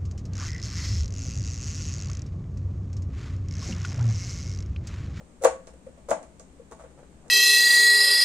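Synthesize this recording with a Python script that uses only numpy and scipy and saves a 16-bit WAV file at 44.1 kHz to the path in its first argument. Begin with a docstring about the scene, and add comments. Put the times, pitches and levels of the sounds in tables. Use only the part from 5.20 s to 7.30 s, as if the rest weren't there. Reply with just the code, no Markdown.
"""A small, quiet room: a ruler and a marker are shifted on a hanging whiteboard.
Twice the ruler slides, clicks down and knocks the board, which flexes and rings low and hollow;
fingers and marker add faint taps and rubs. The walls answer briefly over a low rumble and hiss."""
import sys
import numpy as np
from scipy import signal
from scipy.fft import rfft, irfft
from scipy.io import wavfile

SR = 44100
rng = np.random.default_rng(int(sys.argv[2]) if len(sys.argv) > 2 else 0)


def digitize_waveform(pressure):
    """Quantize a signal to 16-bit integers and store it at the path in sys.argv[1].

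    Rows of a 2-D input are taken as channels; values are limited to [-1, 1].
    """
    field = np.atleast_2d(pressure).T
    bounded = np.clip(field, -1, 1)
    quanta = np.round(bounded * 32767).astype(np.int16)
    wavfile.write(sys.argv[1], SR, quanta)


N = 92610
T = np.arange(N) / SR
FREQS = np.maximum(np.fft.rfftfreq(N, 1 / SR), 1)

# Spectrum of the board's dense, damped modes. Each row: frequency in Hz, relative density in dB.
CLACK_SPECTRUM = [(90, -65.5), (150, -39.5), (240, -18.5), (400, -16), (750, 3), (1000, -2.5), (1330, -2),
                  (1650, -9.5), (2100, -14.5), (2800, -20.5), (5000, -31), (9000, -27.5), (15000, -71.5)]
# Spectrum of ticks and sliding hiss. Each row: frequency in Hz, relative density in dB.
CLICK_SPECTRUM = [(200, -65), (1000, -28.5), (2500, -26.5), (4000, -16), (5300, -11.5), (7000, -1),
                  (8800, -5), (10500, -10.5), (12000, -16.5), (15500, -17)]


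def board_knocks():
    """Each blow flexes the board for a few cycles, rings its modes and gives a woody clack."""
    # Each row: start in seconds, flex level in dB, flex pitch in Hz, push length in seconds,
    # ring gain in dB, clack level in dB, clack tilt in dB per octave.
    blows = [(0.211, -38, 532, .012, -58, -55, 4), (.2462, -8.5, 510.4, 0.022, -19.5, -17, 1),
             (0.47, -45.5, 502, 0.0097, -52.5, -48.5, 4.5), (0.533, -47.5, 503, 0.018, -63, -62, 6),
             (0.663, -36, 523, 0.023, -58, -58, 5.5), (.773, -54, 602, 0.018, -58, -59, 4.5),
             (0.885, -35, 546, 0.019, -46.5, -45, 1), (.9113, -14.5, 601, 0.0117, -27.5, -21, -5.5),
             (.9135, -42.5, 253.4, 0.015, -51, -46, 3), (1.029, -44, 563, 0.0051, -54, -52, 4),
             (1.197, -44, 560, 0.0093, -54, -54.5, 4.5), (1.393, -40.5, 496, 0.019, -62, -69, 9),
             (1.5186, -54, 1102, 0.025, -46.5, -52, 4), (1.596, -48, 573, 0.014, -50, -49, 1.5),
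             (1.635, -41, 508, 0.024, -51.5, -49.5, 0.5), (1.703, -57.5, 500, .022, -63, -63, 6),
             (1.8267, -44, 523, 0.0081, -78, -56, 2)]
    # Each row: frequency in Hz, relative level in dB, T60 in seconds.
    board_modes = [(324.6, -5.5, 0.15), (478.7, -7.5, 0.14), (523.1, -3.5, 0.25), (648.2, 10.5, 0.12),
                   (764, -10, 0.24), (874, -4.5, 0.17), (980, -52, 0.13), (1120, 3, 0.11),
                   (1374, -9.5, 0.1), (1450, -6.5, 0.099), (1985, -18, .16), (2350, -14, 0.078)]
    boost_db, boost_octaves, ring_trim_db = 7, 0.26, -4
    echo_s, echo_db = 0.017, -8
    modes = [(hz, from_db(db) * decay(t60_s) * attack(0.0065) * np.sin(2 * np.pi * hz * T))
             for hz, db, t60_s in board_modes]
    clack_envelope = attack(0.0021) * decay(t60_s=0.12)
    noise = stereo_noise()
    flexes, rings, clacks = np.zeros(N), np.zeros(N), np.zeros((2, N))
    for start_s, flex_db, flex_hz, push_s, ring_db, clack_db, tilt_db in blows:
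        push = np.sin(np.pi * np.minimum(T / push_s, 1)) ** 2
        flexes += from_db(flex_db) * delayed(push * np.sin(2 * np.pi * flex_hz * T), start_s)
        ring = 0
        for hz, mode in modes:   # modes near the flex pitch ring more
            nearness = np.exp(-(np.log2(hz / flex_hz) / boost_octaves) ** 2)
            ring += from_db(boost_db * nearness) * mode
        rings += from_db(ring_db + ring_trim_db) * delayed(ring, start_s)
        clack_noise = coloured(noise, CLACK_SPECTRUM, tilt_db)
        clacks += from_db(clack_db) * delayed(clack_envelope, start_s) * clack_noise
    wall_echo = from_db(echo_db) * delayed(flexes, echo_s)
    return flexes + wall_echo + rings + clacks


def edge_ticks():
    """Hard edges meet the surface in short broadband cracks."""
    # Each row: start in seconds, strength in dB, treble corner in Hz.
    contacts = [(.2377, -10.5, 15000), (.2452, -2.5, 7500), (.2486, -3.5, 13400), (0.2517, -19, 14000),
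                (0.2564, -31, 10000), (.4712, -20.5, 6100), (.8988, -21, 8500), (.907, -10, 8500),
                (.910, -13.5, 8500), (.9232, -25, 8500), (1.029, -28.5, 8200), (1.1966, -21, 7360),
                (1.514, -30, 9000), (1.5165, -44, 9700), (1.594, -49, 8600), (2.081, -33, 9500)]
    cracks = 0
    for start_s, db, top_hz in contacts:
        burst = rfft(decay(t60_s=0.0038) * rng.standard_normal(N))
        crack = irfft(burst / (np.abs(burst) + 1e-9), N)   # flat spectrum
        cracks += from_db(db) * dulled(delayed(crack, start_s), top_hz)
    return coloured(cracks, CLICK_SPECTRUM)


def ruler_slides():
    """Tiny slips under the ruler hiss, rasp and make the board's main resonance drone."""
    # Each row: start in seconds, length in seconds, then hiss, rasp and drone gains in dB.
    strokes = [(-.02, 0.048, -92, -63.5, -48.5), (.216, .030, -44.5, -53.5, -31.5),
               (0.235, 0.018, -65, -28.5, -24), (0.883, 0.036, -43.5, -44, -32),
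               (0.904, 0.025, -46.5, -33.5, -31.5), (1.508, 0.029, -56, -49.5, -43.5),
               (1.581, 0.058, -64, -57.5, -57), (1.756, .07, -72, -62, -50.5),
               (2.009, 0.14, -76, -65.5, -55)]
    slips_per_s, spread_db = 1800, 6
    drone_hz, half_width_hz = 520, 73
    slips = (rng.random(N) < slips_per_s / SR) * rng.choice([-1, 1], N)
    slips = slips * from_db(spread_db * rng.standard_normal(N))
    slips /= slips.std()
    resonance = irfft(rfft(slips) / (1 + ((FREQS - drone_hz) / half_width_hz) ** 2), N)
    power = np.abs(signal.hilbert(resonance)) ** 2
    drone = resonance * np.sqrt(2 / (power + power.mean()))   # evens out the level
    gains = np.zeros((3, N))
    for start_s, length_s, *gains_db in strokes:
        swell = np.sin(np.pi * np.clip((T - start_s) / length_s, 0, 1))
        gains += np.outer(from_db(gains_db), swell)
    hiss_gain, rasp_gain, drone_gain = gains
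    hiss = dulled(coloured(slips * hiss_gain, CLICK_SPECTRUM), top_hz=10000)
    rub = coloured(slips * rasp_gain, CLACK_SPECTRUM) + drone_gain * drone
    return hiss, rub


def early_reflections(x, level_db=-4.5):
    """Scatter off the board, arm and shoulder."""
    tail = decay(t60_s=0.063)
    response = stereo_noise() * tail / np.linalg.norm(tail)
    return from_db(level_db) * signal.fftconvolve(x[None], response, axes=1)[:, :N]


def room_reverb(x):
    """Diffuse reverberation, dying at its own rate in each octave."""
    # Each row: frequency in Hz, T60 in seconds.
    decay_times = [(200, 0.29), (550, 0.28), (1300, 0.33), (3000, 0.28), (7500, 0.18), (12000, 0.63)]
    # Each row: frequency in Hz, reverberation level in dB.
    band_levels = [(200, -2), (550, -12.5), (1300, -6.5), (3000, -3.5), (7500, 4), (12000, -28)]
    noise_spectrum, response = rfft(stereo_noise()), 0
    centres_hz = 125 * 2. 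** np.arange(8)
    for hz, weights in zip(centres_hz, np.eye(len(centres_hz))):
        tail = attack(0.0013) * decay(at_hz(decay_times, hz))
        band = irfft(noise_spectrum * np.interp(np.log(FREQS), np.log(centres_hz), weights), N)
        response += from_db(at_hz(band_levels, hz)) * band * tail / np.linalg.norm(tail)
    return signal.fftconvolve(x[None], response, axes=1)[:, :N]


def background():
    """Low room rumble, hiss and a faint hum."""
    # Each row: frequency in Hz, relative density in dB.
    floor_spectrum = [(20, -4), (35, -18), (60, 2.5), (80, -10.5), (118, -14), (155, -5), (230, -6.5),
                      (350, -12), (550, -15), (900, -20), (1600, -26), (3000, -31), (5200, -33.5),
                      (7500, -26), (9200, -32.5), (10300, -45.5), (14000, -47), (15200, -78)]
    floor_db, hum_hz, hum_db = -55.5, 66.9, -65.5
    hum = from_db(hum_db) * np.sqrt(2) * np.sin(2 * np.pi * hum_hz * T)
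    return from_db(floor_db) * coloured(stereo_noise(), floor_spectrum) + hum


def stereo_noise():
    """White noise, alike on both sides in the bass, unrelated in the treble."""
    # Each row: frequency in Hz, left-right correlation.
    correlation = [(60, 0.91), (500, 0.72), (1300, 0), (2500, 0.073), (6000, 0), (14000, 0)]
    mid, side = rfft(rng.standard_normal((2, N)))
    alike = at_hz(correlation, FREQS)
    return irfft(np.sqrt((1 + alike) / 2) * mid + np.sqrt((1 - alike) / 2) * side * [[1], [-1]], N)


def coloured(x, spectrum, tilt_db=0):
    """Filter by a spectrum tilted per octave; white input keeps its power."""
    gain = from_db(at_hz(spectrum, FREQS) + tilt_db * np.log2(np.maximum(FREQS, 150)))
    return irfft(rfft(x) * gain / np.sqrt(np.mean(gain ** 2)), N)


def dulled(x, top_hz):
    """Low-pass, 22 dB per octave."""
    return irfft(rfft(x) / np.sqrt(1 + (FREQS / top_hz) ** 7.3), N)


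def from_db(db):
    """Decibels to gain."""
    return 10 ** (np.asarray(db) / 20)


def at_hz(points, hz):
    """Table lookup on a log-frequency axis."""
    points_hz, values = np.transpose(points)
    return np.interp(np.log(hz), np.log(points_hz), values)


def decay(t60_s):
    """Exponential fall from 1."""
    return np.exp(-np.log(1000) * T / t60_s)


def attack(rise_s):
    """Soft rise from 0 to 1."""
    return 1 - np.exp(-T / rise_s)


def delayed(x, delay_s):
    """Shift x later, keeping its length."""
    shifted, offset = np.zeros_like(x), int(np.clip(delay_s * SR, 0, N - 1))
    shifted[..., offset:] = x[..., :N - offset]
    return shifted


def scene():
    """Board, ruler and room together."""
    hiss, rub = ruler_slides()
    bright = edge_ticks() + hiss
    body = board_knocks() + rub
    reflections = early_reflections(bright) + room_reverb(body.mean(axis=0) + bright)
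    return body + bright + dulled(reflections, top_hz=10100) + background()


def record(dry):
    """Two microphones, each with its own colour, the left slightly late; the top is cut."""
    # Microphone responses. Each row: frequency in Hz, gain in dB.
    left_mic = [(100, 6.5), (600, 3.64), (1300, 2.17), (2200, 1.5), (4500, -1.5), (6800, -7.5), (8800, 6.5),
                (10300, -0.5), (15000, 2)]
    right_mic = [(100, 2), (600, -0.97), (1300, 0), (2200, 2), (4500, 1), (7100, 2), (8600, 0),
                 (10300, -6.5), (15000, 1)]
    left_lag_s, cutoff_hz = 0.00006, 15900
    left = from_db(at_hz(left_mic, FREQS)) * np.exp(-2j * np.pi * FREQS * left_lag_s)
    right = from_db(at_hz(right_mic, FREQS))
    heard = irfft(rfft(dry) * np.array([left, right]), N)
    return signal.sosfilt(signal.ellip(10, .1, 80, cutoff_hz, fs=SR, output="sos"), heard)


dry = scene()
out = record(dry)
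digitize_waveform(out)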